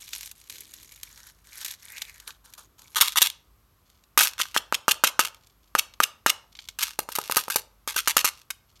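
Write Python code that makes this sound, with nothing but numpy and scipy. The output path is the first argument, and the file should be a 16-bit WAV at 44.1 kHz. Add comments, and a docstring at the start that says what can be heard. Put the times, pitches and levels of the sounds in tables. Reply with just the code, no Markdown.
"""Hard candies rattle in a round plastic tub that is shaken and tapped on its lid.
Each shake throws the heap at the wall; each tap knocks the lid and tosses the candies, which land
a moment later. Their impacts excite the modes of the tub. Before this, hands rub a small plastic
candy bottle, which hisses and ticks by stick-slip friction.
The microphone is close, over a table in a small, quiet room."""
import sys
import numpy as np
from scipy import signal
from scipy.fft import rfft, irfft
from scipy.io import wavfile
from scipy.ndimage import uniform_filter1d, minimum_filter1d

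SR = 44100
rng = np.random.default_rng(int(sys.argv[2]) if len(sys.argv) > 2 else 0)


def transcribe(u):
    """Save the signal u as a 16-bit wav file named by the first command-line argument.

    u: samples, shape (n,) or (channels, n), limited to [-1, 1]; the rate is SR.
    q: integer samples, one column per channel.
    """
    v = np.clip(np.atleast_2d(u).T, -1, 1)
    q = np.round(v * 32767).astype(np.int16)
    wavfile.write(sys.argv[1], SR, q)


N = 388080
HZ = np.fft.rfftfreq(4096, 1 / SR)  # frequency grid of the filters

# Levels are relative within each source.
# shakes of the tub: (time [s], crash length [s], crash level [dB], wall boom [dB], thud level [dB],
# thud pitch [ratio], tumble level [dB], tumble length [s])
TUB_SHAKES = [(3.01, .012, -7.5, -1, -15.5, .9, -27, 0.07), (3.218, .011, -7, -8.5, -17, .74, -24.5, .043),
              (4.176, 0.0083, -9.5, 5, 4, 1.33, -17, 0.04), (6.99, 0.0036, -16, 6, -13, 0.51, -46, 0.039),
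              (7.089, 0.004, -34.5, 11, -19, 0.77, -44, 0.013),
              (7.186, 0.0044, -22, 10.5, -12.5, 0.59, -46, 0.024),
              (7.298, 0.0037, -33.5, -4, -12, 0.71, -55, 0.031),
              (7.368, 0.0085, -12, 6.5, -10.5, 0.6, -29.5, .04),
              (7.482, 0.0059, -35, -3, -17, 0.73, -71, 0.01), (7.501, .01, -22, 9, -23, 1.5, -30.5, 0.034),
              (7.559, 0.0078, -14, 5, -11, .62, -32, 0.032),
              (7.876, 0.0037, -22.5, 3.5, -19, 0.75, -32, 0.046),
              (7.962, 0.0086, -20.5, 6, -28, 0.48, -23, 0.033),
              (8.075, .011, -14.5, 1.5, -10.5, 0.99, -22.5, 0.027),
              (8.167, .006, -8.5, 4, -7, 0.76, -22, .038),
              (8.245, 0.014, -15, 1, -10.5, 0.91, -24.5, 0.035)]
# taps on the lid: (time [s], knock level [dB], lid ring [dB], knock pitch [ratio], jolt level [dB],
# skitter level [dB], flight time [s], landing level [dB])
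LID_TAPS = [(4.401, -18, -2, 1, -25, -29, .012, -18), (4.564, -4, -15, 1.01, -30, -30, 0.0089, -17.5),
            (4.7251, -6, -14, 0.86, -34.5, -39.5, .018, -17.5),
            (4.8817, 0, -14, .89, -18.5, -23, 0.029, -13), (5.0381, 1, -20.5, 0.91, -11, -20, 0.031, -17),
            (5.193, 0.5, -23.5, 0.98, -13, -27.5, .055, -27), (5.752, -4, -7, 0.97, -28, -37, .035, -13.5),
            (6.003, -4.5, -2, 0.95, -24.5, -36, 0.029, -13.5),
            (6.2626, 3, -27, 1, -16.5, -25.5, .033, -13.5)]
# part of the heap spills as the tub tips: (time [s], length [s], level [dB], wall boom [dB])
HEAP_SPILLS = [(2.958, 0.034, -21.5, 3.5), (3.024, 0.0082, -20.5, 8.5), (3.158, 0.014, -24.5, 9.5),
               (3.171, .018, -14.5, -1.5), (3.207, 0.0094, -26, -1), (4.207, 0.014, -16.5, 8),
               (4.224, 0.03, -18, -10), (4.251, 0.016, -27.5, 6), (4.389, .014, -28.5, 2),
               (4.544, 0.021, -30, 1.5), (5.082, 0.015, -30, -4), (5.2, 0.0064, -18.5, -8),
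               (6.788, 0.0073, -27, 0.5), (6.815, 0.0066, -28.5, -2), (6.826, 0.013, -18, -5.5),
               (7.119, 0.01, -32, -4), (7.153, 0.013, -22, -1), (8.504, 0.0089, -25, 0)]
# single candies striking the wall: (time [s], level [dB], wall boom [dB])
CANDY_STRIKES = [(2.948, -28, 3.5), (3.005, -17, 7.5), (3.082, -13, -10), (3.122, -25.5, -8.5),
                 (3.185, -12, 2.5), (3.271, -12, -10), (3.301, -20.5, -14.5), (4.279, -19, -16),
                 (4.288, -26, -18), (4.312, -38, -7), (4.381, -29, 5), (4.455, -34.5, 13), (4.943, -31, -1),
                 (5.237, -26, -4), (5.25, -18, 0.5), (5.267, -27, -12), (5.273, -25.5, 1),
                 (5.283, -32, -17), (5.346, -38.5, -10), (6.881, -28, 2), (6.907, -31.5, 1),
                 (7.002, -26, -4), (7.176, -28, 4), (7.241, -33, -1.5), (7.277, -29, -8), (7.215, -27, -3),
                 (7.313, -15.5, 1), (7.322, -13, 4), (7.348, -23, 4), (7.36, -15.5, 0), (7.382, -17, 10),
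                 (7.438, -28, -12), (7.526, -26, -3), (7.93, -38.5, -2), (7.945, -32, 4)]
# candies rolling in the tub: (time [s], length [s], start level [dB], end level [dB])
CANDY_ROLLS = [(2.96, 0.17, -34, -39), (3.16, 0.084, -44, -46), (4.18, 0.14, -17, -46),
               (4.39, 0.15, -32, -55), (5.2, 0.068, -40, -44), (6.79, 0.14, -26.5, -48),
               (7.11, 0.11, -51.5, -40.5), (7.235, 0.043, -37, -40.5), (7.3, .13, -39, -40.5),
               (7.43, 0.18, -52, -47), (7.88, 0.54, -44, -56)]
# spectrum of candy contacts: (frequency [Hz], level [dB])
CANDY_SPECTRUM = [(150, -31), (620, -20), (1150, -3), (1600, -3), (1950, -6.5), (2800, -4), (3700, -4.5),
                  (5000, -8), (6000, -5.5), (7600, -10), (9400, -9), (10500, -14)]
# holds on the tub: (start time [s], wall resonance [Hz], resonance gain [dB], treble gain [dB])
TUB_GRIPS = [(2.8, 3680, 7, 1.5), (4.1, 3400, -0.5, 3), (4.35, 3140, 4.5, -3.5), (4.7, 2890, 7.5, -4),
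             (4.85, 2990, 2.5, -0.5), (5.6, 2550, 3, 0), (6.2, 3220, 1.5, -3), (6.7, 4400, -1, 1),
             (6.95, 4600, 4.5, 5.5), (7.8, 2210, 1, 0.5)]
# modes of the tub: (frequency [Hz], level [dB], T60 [s])
TUB_MODES = [(1242, 2.5, 0.066), (1560, -5.5, 0.037), (2160, -3, .04), (2576, -5, 0.026), (2767, 1, 0.021),
             (2940, -13.5, 0.23), (3400, -7.5, 0.022), (3796, -19, 0.071), (5370, -9.5, 0.043),
             (7300, -14.5, 0.09)]
# spectrum of a push on the lid: (frequency [Hz], level [dB])
KNOCK_SPECTRUM = [(40, -35), (120, -18), (250, -9), (500, -9.5), (700, -3), (900, -4.5), (1300, -1.5),
                  (1700, 0.5), (2300, -14.5), (3500, -16.5), (6000, -31.5), (14000, -39)]
# strokes of skin over plastic: (time [s], length [s], start level [dB], end level [dB])
RUB_STROKES = [(0, 0.14, -46.5, -46.5), (.128, 0.18, -37, -47), (.35, 0.24, -52.5, -62),
               (.495, 0.25, -42, -56), (.73, 0.3, -50.5, -56), (1.03, 0.27, -51, -50),
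               (1.26, 0.17, -54, -73), (1.44, 0.19, -57, -36), (1.65, 0.096, -36, -44.5),
               (1.77, 0.091, -63.5, -43.5), (1.87, 0.23, -45.5, -49), (2.04, 0.32, -51.5, -59),
               (2.27, 0.03, -38, -40.5), (2.44, 0.16, -53, -63.5), (2.575, 0.079, -40.5, -59.5),
               (2.78, 0.21, -50.5, -63)]
# spectrum of skin on plastic: (frequency [Hz], level [dB])
SKIN_SPECTRUM = [(400, -25.5), (900, -16.5), (2200, -6), (3800, 0), (5000, -5), (6600, -2), (8000, -6),
                 (10500, -10.5)]
# modes of the bottle's cap and wall: (frequency [Hz], level [dB], T60 [s])
BOTTLE_MODES = [(2290, -9.5, 0.017), (3546, -2.5, 0.0058), (4400, -6, 0.0036), (5610, -9.5, 0.0082),
                (5700, -0.5, 0.0033), (6725, -2, 0.0075), (6820, -16, 0.0034), (8700, 0, 0.0025),
                (9600, -1.5, 0.0044), (11000, -4, 0.0021)]
# cavity between hand and bottle: (time [s], resonance [Hz], level [dB])
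HAND_CAVITY = [(0, 2160, -29), (.9, 2080, -18), (1.2, 1690, -8.5), (1.8, 2030, -13), (1.95, 2200, 0.5),
               (2.05, 2420, -3.5), (2.25, 1510, -5), (2.9, 1130, -8.5)]
# fingertips and nails catching on plastic: (time [s], level [dB], treble gain [dB])
FINGER_TICKS = [(0.1329, -16, -6.5), (0.259, -24, 9), (0.314, -21, 5), (0.498, -20.5, 1.5),
                (0.6065, -21, 16), (0.738, -23.5, 6), (0.831, -31, 5.5), (0.9222, -27, 7), (0.96, -31, 2),
                (1.032, -18, 4), (1.6138, -20, 0), (1.6474, -12.5, 6), (1.651, -18, 2), (1.681, -19, 3),
                (1.711, -16.5, 6), (1.9205, -24, 18), (1.9808, -21.5, -3), (2.0196, -12, -4),
                (2.2004, -27.5, 1), (2.2764, -21, -26), (2.306, -24, -12), (2.5367, -26.5, 2),
                (3.9, -40.5, 0), (4.038, -41, -2.5), (5.47, -38, 4.5), (5.938, -31.5, -9),
                (6.552, -31, -16), (6.5897, -24, -32), (6.687, -18, -6.5)]
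# fingers shifting on the tub: (time [s], length [s], start level [dB], end level [dB])
FINGER_SHIFTS = [(3.85, 0.14, -70, -72), (5.35, 0.14, -69.5, -60), (5.62, 0.05, -67, -67),
                 (6.52, 0.2, -52.5, -56.5), (8.68, .12, -70.5, -61)]
# the palm shifting on plastic: (time [s], length [s], start level [dB], end level [dB])
PALM_SHIFTS = [(.48, 0.36, -66.5, -71), (2.6, .3, -71, -76.5)]
# reflections off the table and nearby things: (delay [s], gain [ratio])
EARLY_ECHOES = [(.0032, 0.075), (.0052, 0.04), (.0094, .06), (0.013, 0.046)]
# reverberation time of the room: (frequency [Hz], T60 [s])
ROOM_T60 = [(250, 0.17), (660, 0.48), (1740, 0.34), (3400, 0.3056), (5000, 0.33), (12100, 0.15)]
# spectrum of the reverberant tail: (frequency [Hz], level [dB])
ROOM_SPECTRUM = [(200, 4.5), (1200, -7.5), (3000, -4.5), (6000, -5.5), (12000, -1)]
# spectrum of the background rumble and hiss: (frequency [Hz], level [dB])
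NOISE_SPECTRUM = [(15, -50.5), (30, -37.5), (45, -9.5), (105, -13.5), (145, -20), (350, -26.5), (500, -29),
                  (850, -31.5), (1150, -25), (1700, -35), (5900, -39), (10400, -42), (12200, -31),
                  (14000, -44.5)]
# response of the microphone: (frequency [Hz], gain [dB])
MIC_RESPONSE = [(330, -2), (480, 0.5), (620, -3.5), (740, -4.5), (870, 2.5), (1100, -1), (9500, -1),
                (10400, -1.5), (11300, 4.5), (12200, 8), (12800, -0.5), (13400, -7.5), (14500, -8),
                (15800, -11)]


def rattles(level_db=-1.27):
    """Superposition: the bursts of candy impacts from taps and shakes add up to the rattle."""
    out = np.zeros(N)
    for s, sound in [*tap_bursts(), *shake_bursts()]:
        add(out, s, sound)
    return gain_of(level_db) * out


def tap_bursts(jolt_s=0.0061, landing_s=0.0095, stray_db=-16, early_s=.007, stray_s=0.016):
    """Momentum transfer: a tap tosses the heap, which skitters and lands, a few candies early or late."""
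    for s, _, _, _, jolt_db, skitter_db, flight_s, landing_db in LID_TAPS:
        yield burst(s, jolt_s, jolt_db, boom_db=9, bright_db=9)
        yield burst(s + jolt_s, flight_s, skitter_db, boom_db=-4, bright_db=-1, fade=3.6)
        yield burst(s + flight_s, landing_s, landing_db, boom_db=-9.5, bright_db=1)
        yield burst(s + flight_s - early_s, stray_s, landing_db + stray_db, boom_db=-4.5, bright_db=0.5)


def shake_bursts(gap_s=0.0034, strike_s=0.0012):
    """Inertia: the shaken heap hits the wall and tumbles back; spills and single strikes come between."""
    for s, length, db, boom_db, _, _, tumble_db, tumble_s in TUB_SHAKES:
        yield burst(s, length, db, boom_db, bright_db=5)
        yield burst(s + length + gap_s, tumble_s, tumble_db, boom_db=-2, bright_db=0.6, spread_db=8)
    for s, length, db, boom_db in HEAP_SPILLS:
        yield burst(s, length, db, boom_db, bright_db=2.2)
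    for s, db, boom_db in CANDY_STRIKES:
        yield burst(s, strike_s, db, boom_db, bright_db=1)


def burst(s, length, db, boom_db, bright_db, fade=0.34, spread_db=5.5, swell_s=0.0027):
    """Impact noise: a thrown heap booms and starts hard; candies landing one by one swell instead."""
    t = np.arange(SR // 12) / SR
    thrown = np.clip(1.4 + boom_db / 10, 0, 1)
    swell = 1 - (1 - thrown) * np.exp(-t / swell_s)
    decay = np.exp(-fade * t / length - (t / length) ** 8)
    hits = impacts(len(t), per_s=2000, spread_db=spread_db) * swell * decay
    hits[0] = 0.2 + 0.91 * thrown
    clatter = whitened(signal.fftconvolve(hits, contact(decay_s=0.0012, ring=1.2))) * np.sqrt(length * SR)
    tilt_db = curve([(1400, boom_db), (2400, 0.0096), (3800, 0.0053), (6000, bright_db)])
    colour_db = curve(CANDY_SPECTRUM) + grip(s) + tilt_db
    colour_db -= 10 * np.log10(np.mean(gain_of(colour_db[HZ > 2000]) ** 2))  # unit power gain above 2 kHz
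    return s, gain_of(db) * signal.fftconvolve(clatter, pulse(colour_db))


def grip(s, width_octaves=.2):
    """Loading: the hold at time s sets the wall's resonance and brightness, given as a spectrum in dB."""
    _, wall_hz, wall_db, treble_db = [row for row in TUB_GRIPS if row[0] <= s][-1]
    resonance_db = wall_db * np.exp(-(np.log2((HZ + 1) / wall_hz) / width_octaves) ** 2)
    return resonance_db + curve([(6000, 0.00053), (11000, treble_db)])


def rolling(wall_db=-5, sheen_db=4, strays_db=0.5):
    """Shot noise: sugar shells graze in a rustle too light to move the wall much; stray candies click."""
    grazes = unit_rms(impacts(N, per_s=1300, spread_db=13.5)) + .5 * rng.standard_normal(N)
    strays = clicks(N, per_s=32, spread_db=8.5, decay_s=0.0017, ring=2.1)
    contacts = unit_rms(grazes) + gain_of(strays_db) * unit_rms(strays)
    rustle = coloured(contacts, CANDY_SPECTRUM)
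    rustle = coloured(rustle, [(1300, wall_db), (2900, 0.0016), (4600, sheen_db), (8000, 0.0024)])
    return envelope(CANDY_ROLLS, attack_s=0.0048, release_s=.015) * unit_rms(rustle)


def tub(x):
    """Modal resonance: the hollow tub rings on after each impact."""
    rings = [(mode(hz, t60), db) for hz, db, t60 in TUB_MODES]
    body = sum(gain_of(db) * ring / abs(ring).sum() for ring, db in rings)
    return x + signal.oaconvolve(x, body)[:N]


def knocks(lid_hz=1230, lid_t60=0.024, snap_db=-12, gripped_ring_db=-19):
    """Impulse excitation: a fingertip or the heap pushes the lid, which thuds, snaps and rings."""
    out = np.zeros(N)
    tapped = [(s, db, pitch, ring_db) for s, db, ring_db, pitch, *_ in LID_TAPS]
    shaken = [(s, thud_db, pitch, gripped_ring_db) for s, _, _, _, thud_db, pitch, *_ in TUB_SHAKES]
    for s, db, pitch, ring_db in tapped + shaken:
        push = pulse(curve(KNOCK_SPECTRUM, HZ / pitch))
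        snap = coloured(whitened(contact(decay_s=0.00059, ring=5.1)), SKIN_SPECTRUM)
        add(out, s, gain_of(db) * push / abs(push).max())
        add(out, s, gain_of(db + snap_db) * snap / abs(snap).max())
        add(out, s, gain_of(db + ring_db) * mode(lid_hz, lid_t60))
    return out


def rubbing(hiss_db=-6, crackle_db=-6, catch_db=-5, cavity_db=-0.5, grit=0.48):
    """Stick-slip friction: skin hisses, catches, and rings the bottle and the hollow of the hand."""
    count = 3 * SR
    clumps = gain_of(2 * unit_rms(uniform_filter1d(rng.standard_normal(count), size=300)))
    slips = impacts(count, per_s=620, spread_db=7.5)
    slips = unit_rms(signal.oaconvolve(slips, contact(decay_s=0.00039, ring=0.95))[:count])
    friction = clumps * (rng.standard_normal(count) + grit * slips)
    hiss = unit_rms(coloured(friction, SKIN_SPECTRUM))
    crackle = np.zeros(count)
    for hz, db, t60 in BOTTLE_MODES:
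        snaps = impacts(count, per_s=64, spread_db=10)
        crackle += gain_of(db) * signal.oaconvolve(snaps, mode(hz, t60))[:count]
    catches = coloured(clicks(count, per_s=84, spread_db=5.5, decay_s=.0018, ring=4), SKIN_SPECTRUM)
    catches = unit_rms(coloured(catches, [(4500, 0), (10000, 1.5)]))
    rub = gain_of(hiss_db) * hiss + gain_of(crackle_db) * unit_rms(crackle) + gain_of(catch_db) * catches
    rub += gain_of(cavity_db) * hand_cavity(friction + catches)
    return np.pad(rub, (0, N - count)) * envelope(RUB_STROKES, attack_s=.004, release_s=0.0073)


def hand_cavity(x, damping_hz=480):
    """Cavity resonance: the hollow between hand and bottle rings at a gliding frequency."""
    t = np.arange(len(x)) / SR
    s, hz, db = np.transpose(HAND_CAVITY)
    carrier = np.exp(2j * np.pi * np.cumsum(np.interp(t, s, hz)) / SR)
    pole = np.exp(-2 * np.pi * damping_hz / SR)
    baseband = signal.lfilter([1], [1, -2 * pole, pole * pole], x / carrier)
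    return gain_of(np.interp(t, s, db)) * unit_rms((carrier * baseband).real)


def ticks(level_db=-3):
    """Catch and release: fingertips and nails make single small snaps on the plastic."""
    out = np.zeros(N)
    for s, db, treble_db in FINGER_TICKS:
        snap = coloured(whitened(contact(decay_s=0.0034, ring=6.3)), SKIN_SPECTRUM)
        snap = coloured(snap, [(4500, 0), (10000, treble_db)])
        add(out, s, gain_of(db + level_db) * snap / abs(snap).max())
    return out


def holding():
    """Frictional creep: as the hold shifts, the fingers tick faintly and the palm rumbles."""
    creep = coloured(clicks(N, per_s=110, spread_db=2.5, decay_s=0.0026, ring=5), SKIN_SPECTRUM)
    creep = coloured(creep, [(2000, -2.5), (5000, 1.5), (11000, -8)])
    rumble = rng.standard_normal(N)
    rumble = coloured(rumble, [(120, -16.5), (280, -2), (420, -3), (700, -18.5), (2000, -55)])
    fingers = envelope(FINGER_SHIFTS, attack_s=.01, release_s=.02) * unit_rms(creep)
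    palm = envelope(PALM_SHIFTS, attack_s=0.033, release_s=.05) * unit_rms(rumble)
    return fingers + palm


def room(x, wet_db=-19, drift_hz=1.3, build_s=0.0045):
    """Reverberation: near echoes, then a faint room tail that loses treble first and slowly varies."""
    count = SR // 2
    build_up = 1 - np.exp(-np.arange(count) / SR / build_s)
    out = x.copy()
    for k in range(3):  # three tails crossfade at constant total power
        hz, t, spectra = signal.stft(rng.standard_normal(count), SR, nperseg=256)
        decay_db = curve(ROOM_SPECTRUM, hz)[:, None] - 60 * t / curve(ROOM_T60, hz)[:, None]
        tail = signal.istft(spectra * gain_of(decay_db), SR, nperseg=256)[1][:count] * build_up
        share = np.sqrt(2 / 3) * np.cos(2 * np.pi * (drift_hz * np.arange(N) / SR + k / 3))
        out += signal.oaconvolve(x * share, tail * gain_of(wet_db) / np.linalg.norm(tail))[:N]
    for delay, gain in EARLY_ECHOES:
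        add(out, delay, gain * x)
    return out


def background(noise_db=-64, hum_hz=50, hum_db=-66.5, beat_hz=.885, second_db=-72.5):
    """Beating: two close tones make a slowly pulsing hum over the room's rumble and hiss."""
    colour = gain_of(curve(NOISE_SPECTRUM, np.fft.rfftfreq(N, 1 / SR)))
    noise = irfft(rfft(rng.standard_normal(N)) * colour, N)
    phase_per_hz = 2 * np.pi * np.arange(N) / SR
    hum = gain_of(hum_db) * np.sin(hum_hz * phase_per_hz)
    hum += gain_of(second_db) * np.sin((hum_hz + beat_hz) * phase_per_hz)
    return gain_of(noise_db) * unit_rms(noise) + hum


def impacts(count, per_s, spread_db):
    """Poisson process: independent hits of random sign and widely spread size."""
    occurs = rng.random(count) < per_s / SR
    sign = rng.choice([-1., 1.], count)
    return occurs * sign * gain_of(spread_db * np.clip(rng.standard_normal(count), -2, 2))


def contact(decay_s, ring):
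    """Impulse response of thin plastic: a spike, then dense, quickly dying modes."""
    t = np.arange(SR // 60) / SR
    response = rng.standard_normal(len(t)) * np.exp(-t / decay_s)
    response *= ring / np.linalg.norm(response)
    response[0] += 1
    return response / np.linalg.norm(response)


def clicks(count, per_s, spread_db, decay_s, ring):
    """Convolution: each random hit sounds the same broadband contact."""
    return signal.oaconvolve(impacts(count, per_s, spread_db), whitened(contact(decay_s, ring)))[:count]


def mode(hz, t60):
    """Damped oscillation, falling 60 dB in t60 seconds."""
    t = np.arange(SR // 6) / SR
    return np.cos(2 * np.pi * hz * t) * gain_of(-60 * t / t60)


def envelope(movements, attack_s, release_s):
    """Incoherent addition: movements set in, drift in level and die away, and their powers add."""
    t = np.arange(N) / SR
    power = np.zeros(N)
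    for s, length, start_db, end_db in movements:
        gate = np.clip((t - s) / attack_s, 0, 1) * np.exp(-np.clip((t - s - length) / release_s, 0, 20))
        power += (gate * gain_of(np.interp(t, [s, s + length], [start_db, end_db]))) ** 2
    return np.sqrt(power)


def whitened(x):
    """Whitening: broad bands share the energy evenly while the fine ripple stays random."""
    spectrum = rfft(x, 2 * (len(HZ) - 1))
    power = uniform_filter1d(abs(spectrum) ** 2, size=110)
    return signal.fftconvolve(x, pulse(-10 * np.log10(power + 1e-9)))[:len(x) + 200]


def coloured(x, points):
    """Causal filtering by a response of (frequency [Hz], gain [dB]) points."""
    return signal.oaconvolve(x, pulse(curve(points)))[:len(x)]


def pulse(db):
    """Minimum phase: the shortest causal click with the spectrum db."""
    log_gain = np.log(gain_of(np.concatenate([db, db[-2:0:-1]])))
    return np.fft.ifft(np.exp(np.conj(signal.hilbert(log_gain)))).real[:len(db)]


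def curve(points, hz=HZ):
    """Linear interpolation on a logarithmic frequency axis."""
    point_hz, value = np.transpose(points)
    return np.interp(np.log(hz + 1), np.log(point_hz + 1), value)


def add(mix, s, sound):
    """Superposition of a sound on the mix at time s."""
    part = mix[max(round(s * SR), 0):][:len(sound)]
    part += sound[:len(part)]


def gain_of(db):
    """Amplitude ratio of a level in decibels."""
    return 10 ** (np.asarray(db) / 20)


def unit_rms(x):
    """Normalisation to unit mean power."""
    return x / np.sqrt(np.mean(x ** 2) + 1e-20)


def scene():
    """Source, path, receiver: the handling crosses the room to a microphone with a treble peak."""
    handling = tub(rattles() + rolling()) + knocks() + ticks() + rubbing() + holding()
    return (coloured(room(handling), MIC_RESPONSE) + background())[None]


def record(dry, ceiling=.95, cutoff_hz=16100):
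    """Peak limiting: a fast gain dip holds the loudest peaks down; a low-pass then limits the band."""
    needed_gain = 1 / np.maximum(abs(dry) / ceiling, 1)
    smooth_gain = uniform_filter1d(minimum_filter1d(needed_gain, size=45), size=45)
    low_pass = signal.firwin(401, cutoff_hz, window=("kaiser", 9), fs=SR)
    return signal.oaconvolve(dry * smooth_gain, low_pass[None], "same")


dry = scene()
out = record(dry)
transcribe(out)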